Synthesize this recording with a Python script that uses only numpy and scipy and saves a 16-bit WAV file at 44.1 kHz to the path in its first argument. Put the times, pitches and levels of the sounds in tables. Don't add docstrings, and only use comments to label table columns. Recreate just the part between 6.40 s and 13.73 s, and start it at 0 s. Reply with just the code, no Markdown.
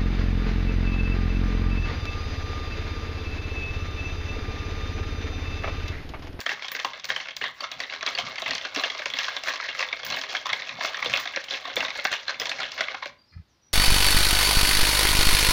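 import sys
import numpy as np
from scipy import signal
from scipy.fft import rfft, irfft, next_fast_len
from scipy.io import wavfile

SR = 44100
rng = np.random.default_rng(int(sys.argv[2]) if len(sys.argv) > 2 else 0)


def log_audio(samples):
    frames = np.atleast_2d(samples).T
    limited = np.clip(frames, -1, 1)
    pcm = np.round(limited * 32767).astype(np.int16)
    wavfile.write(sys.argv[1], SR, pcm)


def decibels_to_gain(level_db):
    exponent = np.asarray(level_db, float) / 20
    return 10 ** exponent


N = 323253

# (time [s], relative level [dB], strongest ring [Hz], second ring [Hz], bright crack [dB])
KNOCKS = [(0.003, -27, 4580, 3320, -29.5), (0.0118, -29, 1650.0, 1070, -26), (0.0632, -13, 1780, 3200, -24),
          (0.0924, -13, 1830.0, 2720, -36), (0.1091, -26, 1800, 3170, -47), (0.1167, -19.5, 1770, 830, -28),
          (0.132, -35, 1780, 2700, -32), (0.1732, -30.5, 1153, 2170, -55),
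          (0.194, -29.5, 2090, 1200.0, -48.0), (0.2225, -22, 2177, 3230, -31),
          (0.245, -22.5, 3210.0, 2230, -35), (0.282, -27.5, 3670.0, 2400, -20.5),
          (0.3167, -21.5, 1794, 2290, -22), (0.3498, -16, 2080, 1600, -39), (0.3645, -25, 1650, 2180, -23),
          (0.3908, -19, 1970, 2580, -31), (0.3983, -23, 1805, 3120, -21), (0.447, -13.5, 1015, 2780, -18.5),
          (0.5337, -24, 2080.0, 3500, -34), (0.597, -37, 3700, 5500, -26), (0.6428, -25.5, 2150, 3410, -20),
          (0.6527, -45, 4110.0, 3580, -19.5), (0.6896, -20, 1763, 3740, -37),
          (0.7023, -11, 1728, 3220, -52), (0.716, -27, 1815, 1000.0, -43), (0.762, -15.5, 3130, 1710, -26),
          (0.8026, -21, 2120, 2735, -40), (0.8563, -26, 1517, 2670, -47), (0.871, -30, 2190, 3500, -42),
          (0.8856, -23, 2256, 1640, -29), (0.907, -29, 3300, 2210, -30), (0.966, -28, 4790, 2140, -15.5),
          (1.0137, -15.5, 1800, 2094, -42), (1.022, -23, 2800, 1800, -40), (1.04, -13.5, 1914, 1092, -27),
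          (1.062, -21.5, 1795, 3510, -46), (1.2053, -21, 4470, 1150.0, -28),
          (1.2398, -19, 1323, 3560.0, -29), (1.315, -21, 3390, 3810, -22), (1.4022, -17, 1957, 4480, -19),
          (1.4356, -24, 1937, 3780, -39.0), (1.4978, -22, 2785, 3840, -38),
          (1.5242, -22, 2160.0, 1532, -40), (1.5359, -21, 2156, 1430, -27),
          (1.6091, -26, 2480.0, 3810, -31), (1.6274, -22, 1655, 1150.0, -19.5),
          (1.6631, -14, 3960, 4770, -16), (1.6749, -14.5, 2150.0, 3263, -54),
          (1.6878, -29, 2240.0, 3610.0, -19), (1.7503, -18, 4440.0, 2800, -28),
          (1.7762, -21, 2650, 1640, -33), (1.786, -13, 3150, 2254, -21), (1.8662, -25, 2230.0, 3487, -35.0),
          (1.9569, -27, 2170.0, 3300, -24), (1.9824, -19.5, 2103, 4480, -28),
          (2.0197, -23, 3830.0, 1053, -23), (2.0608, -13.5, 2120, 2640.0, -34),
          (2.079, -17.5, 2560, 1064, -40), (2.1078, -16.5, 1890, 4430, -15),
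          (2.133, -21, 4200.0, 1078, -27), (2.1508, -20, 4570.0, 3170, -16), (2.18, -24, 3110, 2050, -20),
          (2.2118, -26, 3570, 2070, -31), (2.2501, -17.5, 1582, 4180, -24), (2.348, -25.5, 2670, 3900, -19),
          (2.3606, -17.5, 2140, 2765, -18), (2.3962, -19, 4000, 1138, -24),
          (2.4362, -10.5, 2740, 1738, -18.5), (2.5003, -18.5, 3350.0, 2097, -26),
          (2.5488, -22, 2130, 1140, -38), (2.5788, -41, 2200, 3850.0, -23), (2.5923, -22, 2305, 3700, -30),
          (2.6194, -24, 1620, 2240, -26), (2.657, -16.5, 2206, 2766, -15), (2.7008, -22.5, 3310, 2200, -32),
          (2.737, -16, 3380, 1980, -35), (2.7877, -15, 2794, 3330, -17), (2.7987, -24, 2630.0, 3500, -38),
          (2.8115, -35, 3000, 2070, -31), (2.8296, -24, 1896, 3800.0, -47),
          (2.844, -19.5, 3310.0, 2880, -39), (2.8827, -16.5, 1622, 1080, -20),
          (2.966, -17, 3430, 1578, -22.5), (3.036, -26, 2670, 4940, -22), (3.0589, -26.5, 1375, 2010, -39),
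          (3.0723, -18, 1745, 3260, -26), (3.0845, -13, 1787, 2400, -32), (3.1041, -17, 1820, 2810, -43),
          (3.137, -24, 1110, 2150.0, -21), (3.1577, -22, 2090, 2700, -23), (3.2004, -19, 2145, 1304, -57),
          (3.2272, -24, 1720, 2310, -35), (3.2513, -28, 1593, 2153, -44.0),
          (3.2885, -16.5, 2680, 3350, -36), (3.3494, -22, 2124, 1305, -40), (3.383, -25.5, 1940, 1213, -48),
          (3.3928, -17.5, 2723, 2276, -23), (3.4067, -17, 1850, 2564, -28), (3.4261, -13, 1956, 2526, -29),
          (3.4394, -35, 2150.0, 1650.0, -30), (3.4867, -22.5, 3550.0, 2270, -33),
          (3.528, -16, 2267, 3650, -27), (3.5983, -31, 1710, 3320, -37), (3.632, -23.5, 3350.0, 1140, -33),
          (3.6488, -29, 2650.0, 4813, -20), (3.664, -27, 1640, 2150.0, -17),
          (3.7012, -20, 2760, 3470.0, -17), (3.7228, -16, 4190, 2660.0, -25),
          (3.742, -19, 3070, 1010, -36.0), (3.7696, -17, 1860.0, 2553, -33.0),
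          (3.8137, -23.5, 3260, 1650, -21.5), (3.8368, -20, 2160.0, 1644, -26),
          (3.8937, -26, 3220, 2226, -38), (3.9498, -12, 1680, 2170, -23), (3.9668, -20, 3270.0, 2220, -26),
          (4.0569, -17.5, 1087, 3490, -27), (4.0661, -24, 1050, 3400, -16),
          (4.0916, -19.5, 1910, 1070, -21), (4.1011, -20, 1945, 3870, -27),
          (4.1306, -13.5, 2100, 3250, -16), (4.198, -25, 2150, 3840, -31), (4.2207, -23.5, 2120, 3560, -58),
          (4.2709, -34.5, 2400, 4040, -34), (4.2923, -19.5, 2500.0, 3773, -33),
          (4.409, -19.5, 1752, 970, -32), (4.449, -14.5, 2176, 1330, -41), (4.474, -37, 2260, 1698, -44),
          (4.5449, -19.5, 1745, 3620, -38), (4.57, -24.5, 2300, 1790, -24),
          (4.5911, -21.5, 2230.0, 1280.0, -47), (4.626, -14.5, 2160.0, 1085, -23),
          (4.646, -22, 3180, 2537, -31), (4.6589, -14, 3480, 2783, -33), (4.697, -21, 2460, 2020, -20),
          (4.729, -24.5, 2670, 4717, -17), (4.737, -8.5, 2575, 3270, -38), (4.7602, -16, 2596, 1930, -30),
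          (4.7722, -22.5, 3450, 4360.0, -13), (4.855, -22, 1620, 3593, -24), (4.8746, -20, 3490, 2130, -38),
          (4.9365, -23, 2130, 2830, -41), (4.961, -18, 2276, 4150, -19), (4.9727, -17, 1650.0, 2547, -38),
          (5.04, -32.5, 2230, 2670.0, -22), (5.084, -25, 3100, 2610.0, -50),
          (5.1075, -15.5, 3480, 3980, -39), (5.1366, -18.5, 3250, 3807, -23),
          (5.143, -20.5, 2640, 3220, -33), (5.171, -28, 2400, 1725, -38), (5.254, -22, 1084, 3680, -32),
          (5.2771, -34.5, 1075, 1670.0, -27), (5.2995, -24.5, 1580.0, 2102, -41),
          (5.3664, -11.5, 3460.0, 2296, -33), (5.4052, -15, 2720, 1944, -20),
          (5.4274, -16.5, 965, 1482, -49.5), (5.4492, -15.5, 3720, 1510, -29),
          (5.4822, -20, 1985, 2490, -33), (5.5038, -23.5, 2240.0, 3720, -24),
          (5.5578, -25.5, 1600, 2500, -36.0), (5.5901, -17.5, 2087, 1387, -50.0),
          (5.651, -11.5, 1632, 2141, -10.5), (5.716, -19.5, 1573, 3870, -18),
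          (5.7273, -15, 1810, 4160, -20), (5.7383, -20.5, 2185, 2746, -19),
          (5.881, -15.5, 4160.0, 1598, -27), (5.8932, -16.5, 1557, 4150, -24),
          (5.906, -24.5, 1625, 2590.0, -34), (5.9432, -24.5, 2170.0, 2619, -47),
          (5.9984, -17.5, 5090, 3454, -13.5), (6.0164, -19.5, 1976, 3200, -23),
          (6.0557, -20.5, 3550.0, 2362, -17.5), (6.069, -23, 1007, 1997, -20),
          (6.0943, -18, 4360, 3554, -36), (6.1156, -15, 2540, 1812, -38), (6.2029, -17, 1400, 2320, -20),
          (6.2304, -21, 1588, 2190, -39), (6.318, -29.5, 2850, 4724, -19.5),
          (6.378, -17.5, 1590, 2190.0, -24), (6.4069, -12.5, 2043, 1460, -15),
          (6.484, -19.5, 2150, 1170.0, -38), (6.5143, -24.5, 1650.0, 2160, -31),
          (6.545, -19, 1460.0, 2160.0, -34), (6.625, -17.5, 1080.0, 2160.0, -57),
          (6.6575, -25, 2276, 1616, -30)]
# (time [s], relative level [dB], boom [Hz])
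THUDS = [(0.064, -35, 697), (0.125, -38, 413), (0.345, -40, 446), (0.448, -26.5, 784), (0.761, -32, 633),
         (1.017, -39, 419), (1.22, -34, 578), (1.313, -38, 640), (1.629, -30, 638), (1.788, -23.5, 715),
         (1.98, -35, 792), (2.021, -27, 646), (2.253, -30, 616), (2.364, -25, 282), (2.368, -31, 430),
         (2.449, -28.5, 666), (2.596, -30, 614), (2.659, -31.5, 566), (3.035, -36, 637), (3.416, -35, 628),
         (3.533, -33.5, 670), (3.937, -29.5, 731), (4.127, -46, 690), (4.387, -31, 704),
         (4.444, -24.5, 644), (4.659, -24.5, 492.5), (4.735, -30.5, 709), (4.855, -31, 698),
         (4.967, -26, 545), (5.13, -31, 550), (5.278, -27.5, 721), (5.369, -21.5, 512), (5.586, -30, 586),
         (5.651, -20, 764), (5.722, -28.5, 657), (6.012, -31.5, 457), (6.195, -34, 757),
         (6.408, -28.5, 661.5), (6.543, -29, 777), (6.658, -30, 577)]
# (frequency [Hz], relative level [dB], t60 [s])
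BOWL_MODES = [(274.6, 2.5, 0.15), (406, -8.5, 0.18), (545.8, -0.5, 0.11), (646, 5.5, 0.057),
              (766, 3, 0.067), (1150, -20, 0.034), (1650, -4.5, 0.068), (2160, 4.5, 0.029),
              (2670, 2, 0.014), (3350, 6.5, 0.0049), (3540, -13, 0.15), (4014, 14, 0.0033),
              (4296, -14, 0.14)]
# (frequency [Hz], relative density [dB])
DRAG_COLOUR = [(240, -33), (400, -21), (526, -8.5), (897, -15), (1040, -2), (1420, -7.5), (1680, -2),
               (1950, -2), (2170, -5), (2420, -4), (2630, -4), (2980, -6.5), (3370, -3), (4280, -9),
               (6500, -16), (9000, -21.5), (11700, -54), (19800, -120)]
# (frequency [Hz], relative density [dB])
WIRE_COLOUR = [(4120, 0.5), (7000, 5), (8170, -9), (10000, -10.5), (11000, -10), (12100, -17), (13500, -23),
               (14100, -5.5), (14600, -7.5), (15400, 2.5)]
# (frequency [Hz], relative density [dB])
RUMBLE_COLOUR = [(12, -60), (20, -31.5), (54, -15.5), (82, -13.5), (102, -4.5), (150, -3), (189, -8),
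                 (268, -3), (300, -19.5), (390, -43.5), (660, -120)]
# (frequency [Hz], relative density [dB])
AIR_COLOUR = [(18, -31.5), (30, -8), (71, 5), (129, -0.5), (283, -4), (490, -11), (918, -11), (2970, -15.5),
              (4630, -14), (5710, -23), (8020, -35), (15400, -34)]
# (time [s], length [s], start [Hz], end [Hz], width [Hz], level [dB])
CHEEPS = [(6.779, 0.069, 4700, 4810, 45, -63.5), (6.854, 0.13, 5470, 5230, 400, -74),
          (6.878, 0.079, 4960, 4930, 120.5, -65), (6.894, 0.062, 4300, 4360, 250, -67),
          (7.081, 0.11, 6260, 4950, 597, -75), (7.215, 0.14, 5820, 5780, 130, -66)]
# (time [s], swing level [dB], swing frequency [Hz], rub level [dB])
BUMP = [(6.92, -73, 81.2, -77), (6.928, -57, 77.7, -57), (6.955, -47, 79, -60), (6.972, -28, 89, -73),
        (6.977, -44, 85.7, -56), (7.0, -34, 83, -71), (7.02, -52, 75, -70), (7.04, -67, 70, -90)]
RASP_EDGES_HZ = [300, 900, 1500, 2400, 3800, 9000]
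# (time [s], relative level [dB], share below 13 kHz [dB])
TICKS = [(0.0034, -36.5, -7), (0.0112, -47, -2), (0.061, -51, 4), (0.092, -46, -0.5), (0.282, -59, 12),
         (0.3168, -24, -22.5), (0.449, -40, -4), (0.6488, -35.5, -12), (0.6907, -44, 2.5),
         (0.7639, -51, 5.5), (0.9644, -39.5, -4.5), (1.0398, -57, 4), (1.205, -51, 0), (1.3156, -42.5, -6),
         (1.403, -49.5, 4), (1.667, -46.5, 3), (1.7852, -42, -1), (1.997, -47, 4), (2.0183, -50, -4),
         (2.0592, -53, -8), (2.079, -46, 0), (2.1494, -51, 7), (2.3462, -47, 3), (2.397, -50.5, 3),
         (2.657, -51.5, 4), (2.7014, -52.5, 3), (2.7366, -45, -7), (2.787, -41, -4), (3.0357, -45, 1.5),
         (3.0594, -46, -7), (3.08, -38.5, -2), (3.3488, -57, 6), (3.392, -48.5, 3), (3.4865, -61, -1),
         (3.649, -27.5, -19), (3.666, -34, -22), (3.764, -39, -13), (3.7896, -51, -3), (3.936, -61, 5),
         (4.0625, -43.5, -10), (4.128, -46.5, 2.5), (4.4094, -60, -1), (4.4444, -52.5, -3),
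         (4.6459, -44, 0.5), (4.698, -49.5, 3.5), (4.736, -38, -3.5), (4.7705, -39, -11),
         (4.799, -32, -7.5), (5.0412, -48.5, -0.5), (5.109, -49, -2), (5.3578, -33.5, -1.5),
         (5.405, -50, 3), (5.574, -54.5, 11), (5.643, -31, -9.5), (5.717, -45.5, 8), (5.725, -45, -7),
         (5.9982, -29.5, -9.5), (6.0545, -51, 4.5), (6.0936, -53, 13.5), (6.2014, -56, 6),
         (6.315, -52, -5.5), (6.341, -47, -14), (6.41, -51, 7), (6.656, -52, -4)]
# (forward sweep [s], its grit [dB], grit of sweep back [dB], bowl body re grit [dB], wire rattle [dB])
LAPS = [(0.09, -43, -32.5, -30, -58.5), (0.40, -34, -32.5, -18, -64), (0.71, -59, -40, -17, -64.5),
        (1.03, -49, -35.5, -18, -60), (1.402, -30.5, -29.5, -14, -62), (1.719, -30.5, -26.5, -15.5, -58),
        (2.08, -25.5, -32.5, -11.5, -58.5), (2.386, -20.5, -28, -12, -55.5), (2.79, -20, -26, -27, -54.5),
        (3.094, -22, -25, -13.5, -57), (3.408, -25, -27.5, -25, -58), (3.714, -22.5, -24.5, -10.5, -51),
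        (4.118, -25, -29, -15.5, -60.5), (4.446, -19, -31.5, -11.5, -54.5),
        (4.751, -19.5, -32, -15.5, -55.5), (5.132, -25, -26.5, -16, -58), (5.414, -27, -23, -7.5, -57),
        (5.721, -24.5, -37, -31.5, -61), (6.031, -36, -23.5, -8, -59), (6.41, -23.5, -51, -14.5, -70)]
# (time [s], rumble level [dB])
ROCKS = [(.13, -53), (.5, -60), (.71, -53), (1.04, -55.5), (1.38, -58), (1.72, -60), (1.85, -47.5),
         (2.11, -47), (2.37, -64), (2.72, -55), (3.41, -64), (3.71, -46.5), (4.13, -55), (4.35, -51.5),
         (4.46, -63), (4.71, -42.5), (5.13, -63), (5.41, -44), (5.69, -66), (6.02, -50.5), (6.22, -54),
         (6.42, -63.5), (6.72, -60)]

BODY_TOP_HZ = 850
KITCHEN_T60_S, WALL_CUT_HZ, KITCHEN_DB = 0.35, 7000, -18.5
BACK_SHARE, STOP_S, STOP_DB_PER_S = 0.48, 6.66, 179
GRIT_RISE_DB_PER_S, GRIT_FALL_DB_PER_S = 210.5, 116.5
RATTLE_RISE_DB_PER_S, RATTLE_FALL_DB_PER_S, RATTLE_BACK_DB = 262.5, 125.5, -8
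SCRAPE_DB, SCRAPE_FALL_DB_PER_S = -8, 272
SHIVER_DB, SHIVER_FALL_DB_PER_S = -32.5, 234.5
ROCK_RISE_DB_PER_S, ROCK_FALL_DB_PER_S, SHUFFLE_DB = 225, 168, -72.5
SPLAT_DB_PER_CRACK_DB = 0.32
HUM_DB, HUM_FALL_DB_PER_S, HUM_WIDTH_HZ = -19, 422, 266
DULL_LENGTH_DB_PER_DB = -0.1
CRACK_IN_WIRES_DB = -20.5
AIR_DB = -66


def knocks():
    s, level_db, hz, second_hz, crack_db = np.transpose(KNOCKS)
    at = (s * SR).astype(int)
    spot = spot_rings(at, level_db, hz, second_hz, crack_db) + hum(s, level_db, hz)
    modes = bowl(at, level_db - 19.0, level_db - 32.0, hz, lean_db_per_octave=6.5, scatter_db=4.5)
    crack = band_pass(bursts(s, crack_db + 1.5, rise_s=0.00017, t60_s=0.016), 3300, 6800)
    return spot + modes + splat(s, level_db, hz, crack_db) + crack


def spot_rings(at, level_db, hz, second_hz, crack_db):
    slow_hz = (hz * decibels_to_gain(DULL_LENGTH_DB_PER_DB * (level_db - crack_db)))[:, None]
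    first = plops(at, level_db + 9.0, hz, cycles=0.011 * slow_hz, rise_cycles=0.001 * slow_hz,
                  wobble=0.27, climb=0.011)
    pitch_hz = second_hz[:, None]
    second = plops(at, level_db, second_hz, cycles=0.018 * pitch_hz, rise_cycles=0.00097 * pitch_hz,
                   wobble=0.17, climb=0.014)
    return first + second


def hum(s, level_db, hz):
    latest = np.maximum(np.searchsorted(s, np.arange(N) / SR) - 1, 0)
    rough = signal.lfilter(*signal.butter(2, HUM_WIDTH_HZ / 2, fs=SR), rng.standard_normal((2, N)))
    phase = 2 * np.pi * np.cumsum(hz[latest]) / SR
    tone = rms_one(rough[0] * np.sin(phase) + rough[1] * np.cos(phase))
    return humps(s + 0.004, level_db + HUM_DB, 3500, HUM_FALL_DB_PER_S) * tone


def splat(s, level_db, hz, crack_db):
    out = 0
    splat_db = level_db - 6.0 + SPLAT_DB_PER_CRACK_DB * (crack_db - level_db)
    for low_hz, high_hz in zip(RASP_EDGES_HZ, RASP_EDGES_HZ[1:-1]):
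        away_octaves = np.abs(np.log2(np.sqrt(low_hz * high_hz) / hz))
        noise = bursts(s, splat_db - 1.9 * away_octaves, rise_s=0.0019, t60_s=0.044)
        out = out + band_pass(noise, low_hz, high_hz)
    return coloured(out, DRAG_COLOUR)


def bowl(at, wall_db, body_db, spot_hz, lean_db_per_octave, scatter_db):
    out, luck = np.zeros(N), rng.standard_normal((len(at), len(BOWL_MODES), 2))
    for k, (hz, mode_db, t60_s) in enumerate(BOWL_MODES):
        if hz < BODY_TOP_HZ:
            reach_db = body_db
        else:
            reach_db = wall_db - lean_db_per_octave * np.abs(np.log2(hz / spot_hz))
        strength = decibels_to_gain(reach_db + mode_db + scatter_db * luck[:, k, 0])
        clicks = np.zeros(N)
        np.add.at(clicks, at, strength * np.sign(luck[:, k, 1]))
        out += ring(clicks, hz, t60_s)
    return out


def stroke():
    s, forth_db, back_db, body_db, rattle_db = np.transpose(LAPS)
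    back_s, t = s + BACK_SHARE * np.diff(s, append=STOP_S), np.arange(N) / SR
    knock, tick = np.array(KNOCKS), np.array(TICKS)
    sweep_s = np.r_[s, back_s]
    sweep_grit = humps(sweep_s, np.r_[forth_db, back_db], GRIT_RISE_DB_PER_S, GRIT_FALL_DB_PER_S)
    scrape = humps(knock[:, 0], knock[:, 1] + SCRAPE_DB, 2800, SCRAPE_FALL_DB_PER_S)
    sweep_rattle = humps(sweep_s, np.r_[rattle_db, rattle_db + RATTLE_BACK_DB],
                         RATTLE_RISE_DB_PER_S, RATTLE_FALL_DB_PER_S)
    shiver = humps(tick[:, 0], tick[:, 1] + SHIVER_DB, 3000, SHIVER_FALL_DB_PER_S)
    stop_db = STOP_DB_PER_S * np.maximum(t - STOP_S, 0)
    grit_level_db = 20 * np.log10(np.hypot(sweep_grit, scrape) + 1e-9) - stop_db
    rattle_level_db = 20 * np.log10(np.hypot(sweep_rattle, shiver) + 1e-9) - stop_db
    return grit_level_db, grit_level_db + np.interp(t, s, body_db), rattle_level_db


def drag(grit_db, body_db):
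    grit = coloured(grains(3500, spread_db=3.5) * clumps(50, depth_db=3), DRAG_COLOUR)
    rasp = sum(clumps(7.2, depth_db=4) * band_pass(grit, low_hz, high_hz)
               for low_hz, high_hz in zip(RASP_EDGES_HZ, RASP_EDGES_HZ[1:]))
    at = np.flatnonzero(rng.random(N) < 450 / SR)
    luck = rng.random((len(at), 3))
    size_db = -3.5 * np.log(luck[:, 0] + 0.08)
    hz = 825 * 7.03 ** luck[:, 1]
    taps = bowl(at, grit_db[at] - 25 + size_db, body_db[at] - 20 + size_db, hz,
                lean_db_per_octave=-2.5, scatter_db=2.5)
    splash_db = grit_db[at] - 8 - 2.4 * np.log(luck[:, 2] + 0.09)
    splash = plops(at, splash_db, hz, cycles=19.0, rise_cycles=0.72, wobble=0.32, climb=0.051)
    return decibels_to_gain(grit_db - 7) * rasp + taps + splash


def thuds():
    s, level_db, hz = np.transpose(THUDS)
    return plops((s * SR).astype(int), level_db + 4.5, hz, cycles=34.0, rise_cycles=1.0, wobble=0.4, climb=0.009)


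def wires(rattle_db):
    s, tick_db, share_db = np.transpose(TICKS)
    rattle = decibels_to_gain(rattle_db + 8) * grains(7000, spread_db=1.5) * clumps(40, depth_db=6.5)
    knock = np.array(KNOCKS)
    jar = bursts(knock[:, 0], knock[:, -1] + CRACK_IN_WIRES_DB, rise_s=0.0003, t60_s=0.01)
    out = band_pass(jar, 7000, 11500)
    for side, lean_db, rattle_lean_db in (("high", 0, 0), ("low", share_db, -2.5)):
        ticks = bursts(s, tick_db + 9.5 + lean_db, rise_s=0.00014, t60_s=0.018)
        shivers = bursts(s, tick_db - 2.5 + lean_db, rise_s=0.0021, t60_s=0.14)
        split = signal.butter(4, 13000, side, fs=SR, output="sos")
        out = out + signal.sosfilt(split, ticks + shivers + decibels_to_gain(rattle_lean_db) * rattle)
    return coloured(out, WIRE_COLOUR)


def counter():
    s, level_db = np.transpose(ROCKS)
    shuffle = decibels_to_gain(SHUFFLE_DB) * (np.arange(N) < STOP_S * SR)
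    level = np.hypot(humps(s, level_db, ROCK_RISE_DB_PER_S, ROCK_FALL_DB_PER_S), shuffle)
    return level * coloured(rng.standard_normal(N) * clumps(9.3, depth_db=1.5), RUMBLE_COLOUR)


def bump():
    swing_db, hz, rub_db = in_time(BUMP)
    t = np.arange(N) / SR
    on = (t > BUMP[0][0]) & (t < BUMP[-1][0])
    phase = 2 * np.pi * np.cumsum(hz * on) / SR
    swing = np.sin(phase) + 0.33 * np.sin(2 * phase + 2.0)
    rub = sum(ring(rng.standard_normal(N), ring_hz, t60_s=0.04) for ring_hz in (1280, 1720, 2050, 2410))
    return on * (decibels_to_gain(swing_db) * swing + decibels_to_gain(rub_db) * rms_one(rub))


def kitchen(x):
    size = next_fast_len(N + SR)
    turn = np.exp(-2j * np.pi * np.arange(size // 2 + 1) / size)
    dull = np.exp(-2 * np.pi * WALL_CUT_HZ / SR)
    wall_loss = (1 - dull) / (1 - dull * turn)
    echo = 0
    for k, lag in enumerate((rng.uniform(.011, .04, 10) * SR).astype(int)):
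        delay = np.exp(-2j * np.pi * np.arange(len(turn)) * lag / size)
        loop = decibels_to_gain(-60 * lag / SR / KITCHEN_T60_S) * wall_loss * delay
        echo = echo + (-1) ** k * loop / (1 - loop)
    return irfft(rfft(x, size) * echo, size)[:N]


def birds():
    out = np.zeros(N)
    for s, length_s, from_hz, to_hz, width_hz, level_db in CHEEPS:
        i = int(s * SR)
        t = np.linspace(0, 1, min(int(length_s * SR), N - i))
        noise = rng.standard_normal((2, N // 20))
        blur = signal.lfilter(*signal.butter(2, width_hz / 2, fs=SR), noise)[:, -len(t):]
        phase = 2 * np.pi * np.cumsum(from_hz + (to_hz - from_hz) * t) / SR
        tone = rms_one(blur[0] * np.sin(phase) + blur[1] * np.cos(phase))
        out[i:i + len(t)] += decibels_to_gain(level_db) * np.sqrt(np.sin(np.pi * t ** 0.54)) * tone
    return out


def air():
    return decibels_to_gain(AIR_DB) * coloured(rng.standard_normal(N), AIR_COLOUR)


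def plops(at, level_db, hz, cycles, rise_cycles, wobble, climb):
    length = 1600
    turns = hz[:, None] * np.arange(length) / SR
    waver = signal.lfilter([1], [1, -.97], rng.standard_normal((len(at), length)), axis=1) / 4
    fade = np.hanning(2 * length)[length:] ** .5
    shape = (1 - np.exp(-turns / rise_cycles)) ** 2 * decibels_to_gain(-60 * turns / cycles) * (1 + wobble * waver) * fade
    tone = np.sin(2 * np.pi * turns * (1 + climb * turns / cycles) + wobble * waver[::-1])
    out = np.zeros(N + length)
    np.add.at(out, at[:, None] + np.arange(length), decibels_to_gain(level_db)[:, None] * shape * tone)
    return out[:N]


def bursts(s, level_db, rise_s, t60_s):
    starts = np.zeros(N)
    np.add.at(starts, (s * SR).astype(int), decibels_to_gain(level_db))
    fall, rise = decibels_to_gain(-60 / (t60_s * SR)), np.exp(-1 / (max(rise_s, 1e-5) * SR))
    decay = signal.lfilter([1], [1, -fall], starts)
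    return signal.lfilter([1 - rise], [1, -rise], decay) * rng.standard_normal(N)


def ring(clicks, hz, t60_s):
    r, w = decibels_to_gain(-60 / (t60_s * SR)), 2 * np.pi * hz / SR
    return signal.lfilter([0, np.sin(w)], [1, -2 * r * np.cos(w), r * r], clicks + 1e-18)


def grains(per_s, spread_db):
    sizes = decibels_to_gain(spread_db * np.minimum(rng.exponential(1, N), 5)) * rng.choice([-1, 1], N)
    return rms_one(sizes * (rng.random(N) < per_s / SR))


def clumps(rate_hz, depth_db):
    r = np.exp(-2 * np.pi * rate_hz / SR)
    smooth = signal.lfilter([.02], [1, -.98], rng.standard_normal(N))
    lumpy = rms_one(signal.lfilter([1], [1, -r], smooth))
    return rms_one(decibels_to_gain(depth_db * np.minimum(lumpy, 1.8)))


def humps(s, peak_db, rise_db_per_s, fall_db_per_s):
    grid = np.arange(0, N, 100)
    late_s = grid / SR - np.asarray(s)[:, None]
    slope_db = np.where(late_s < 0, rise_db_per_s * late_s, -fall_db_per_s * late_s)
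    power = decibels_to_gain(2 * (np.asarray(peak_db)[:, None] + slope_db)).sum(axis=0)
    return np.interp(np.arange(N), grid, np.sqrt(power))


def coloured(x, points):
    hz, level_db = np.transpose(points)
    grid_hz = np.maximum(np.fft.rfftfreq(8192, 1 / SR), 1)
    cepstrum = irfft(np.log(decibels_to_gain(np.interp(np.log(grid_hz), np.log(hz), level_db))))
    cepstrum[1:4096] *= 2
    cepstrum[4097:] = 0
    response = irfft(np.exp(rfft(cepstrum)))
    return signal.fftconvolve(x, response / np.sqrt(np.sum(response ** 2)))[:N]


def band_pass(x, low_hz, high_hz):
    return signal.sosfilt(signal.butter(2, [low_hz, high_hz], "band", fs=SR, output="sos"), x)


def high_pass(x, hz, order):
    return signal.sosfilt(signal.butter(order, hz, "high", fs=SR, output="sos"), x)


def in_time(rows):
    s, *columns = np.transpose(rows)
    return [np.interp(np.arange(N) / SR, s, c) for c in columns]


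def rms_one(x):
    return x / np.sqrt(np.mean(x ** 2) + 1e-20)


def scene():
    grit_db, body_db, rattle_db = stroke()
    wall = high_pass(knocks() + drag(grit_db, body_db), 400, order=4)
    wall = wall + high_pass(thuds(), 210, order=3)
    wall = signal.sosfilt(signal.cheby2(6, 40, 8300, fs=SR, output="sos"), wall)
    whisk = wall + wires(rattle_db)
    far = birds()
    echoes = decibels_to_gain(KITCHEN_DB) * kitchen(whisk) + decibels_to_gain(-7.5) * kitchen(far)
    return (whisk + echoes + counter() + far + bump() + air())[None]


def top_cut(x):
    return signal.sosfilt(signal.butter(12, 16810, fs=SR, output="sos"), x)


def record(dry):
    cut = signal.sosfilt(signal.ellip(8, .5, 42, 15500, fs=SR, output="sos"), dry)
    return top_cut(cut)


dry = scene()
out = record(dry)
log_audio(out)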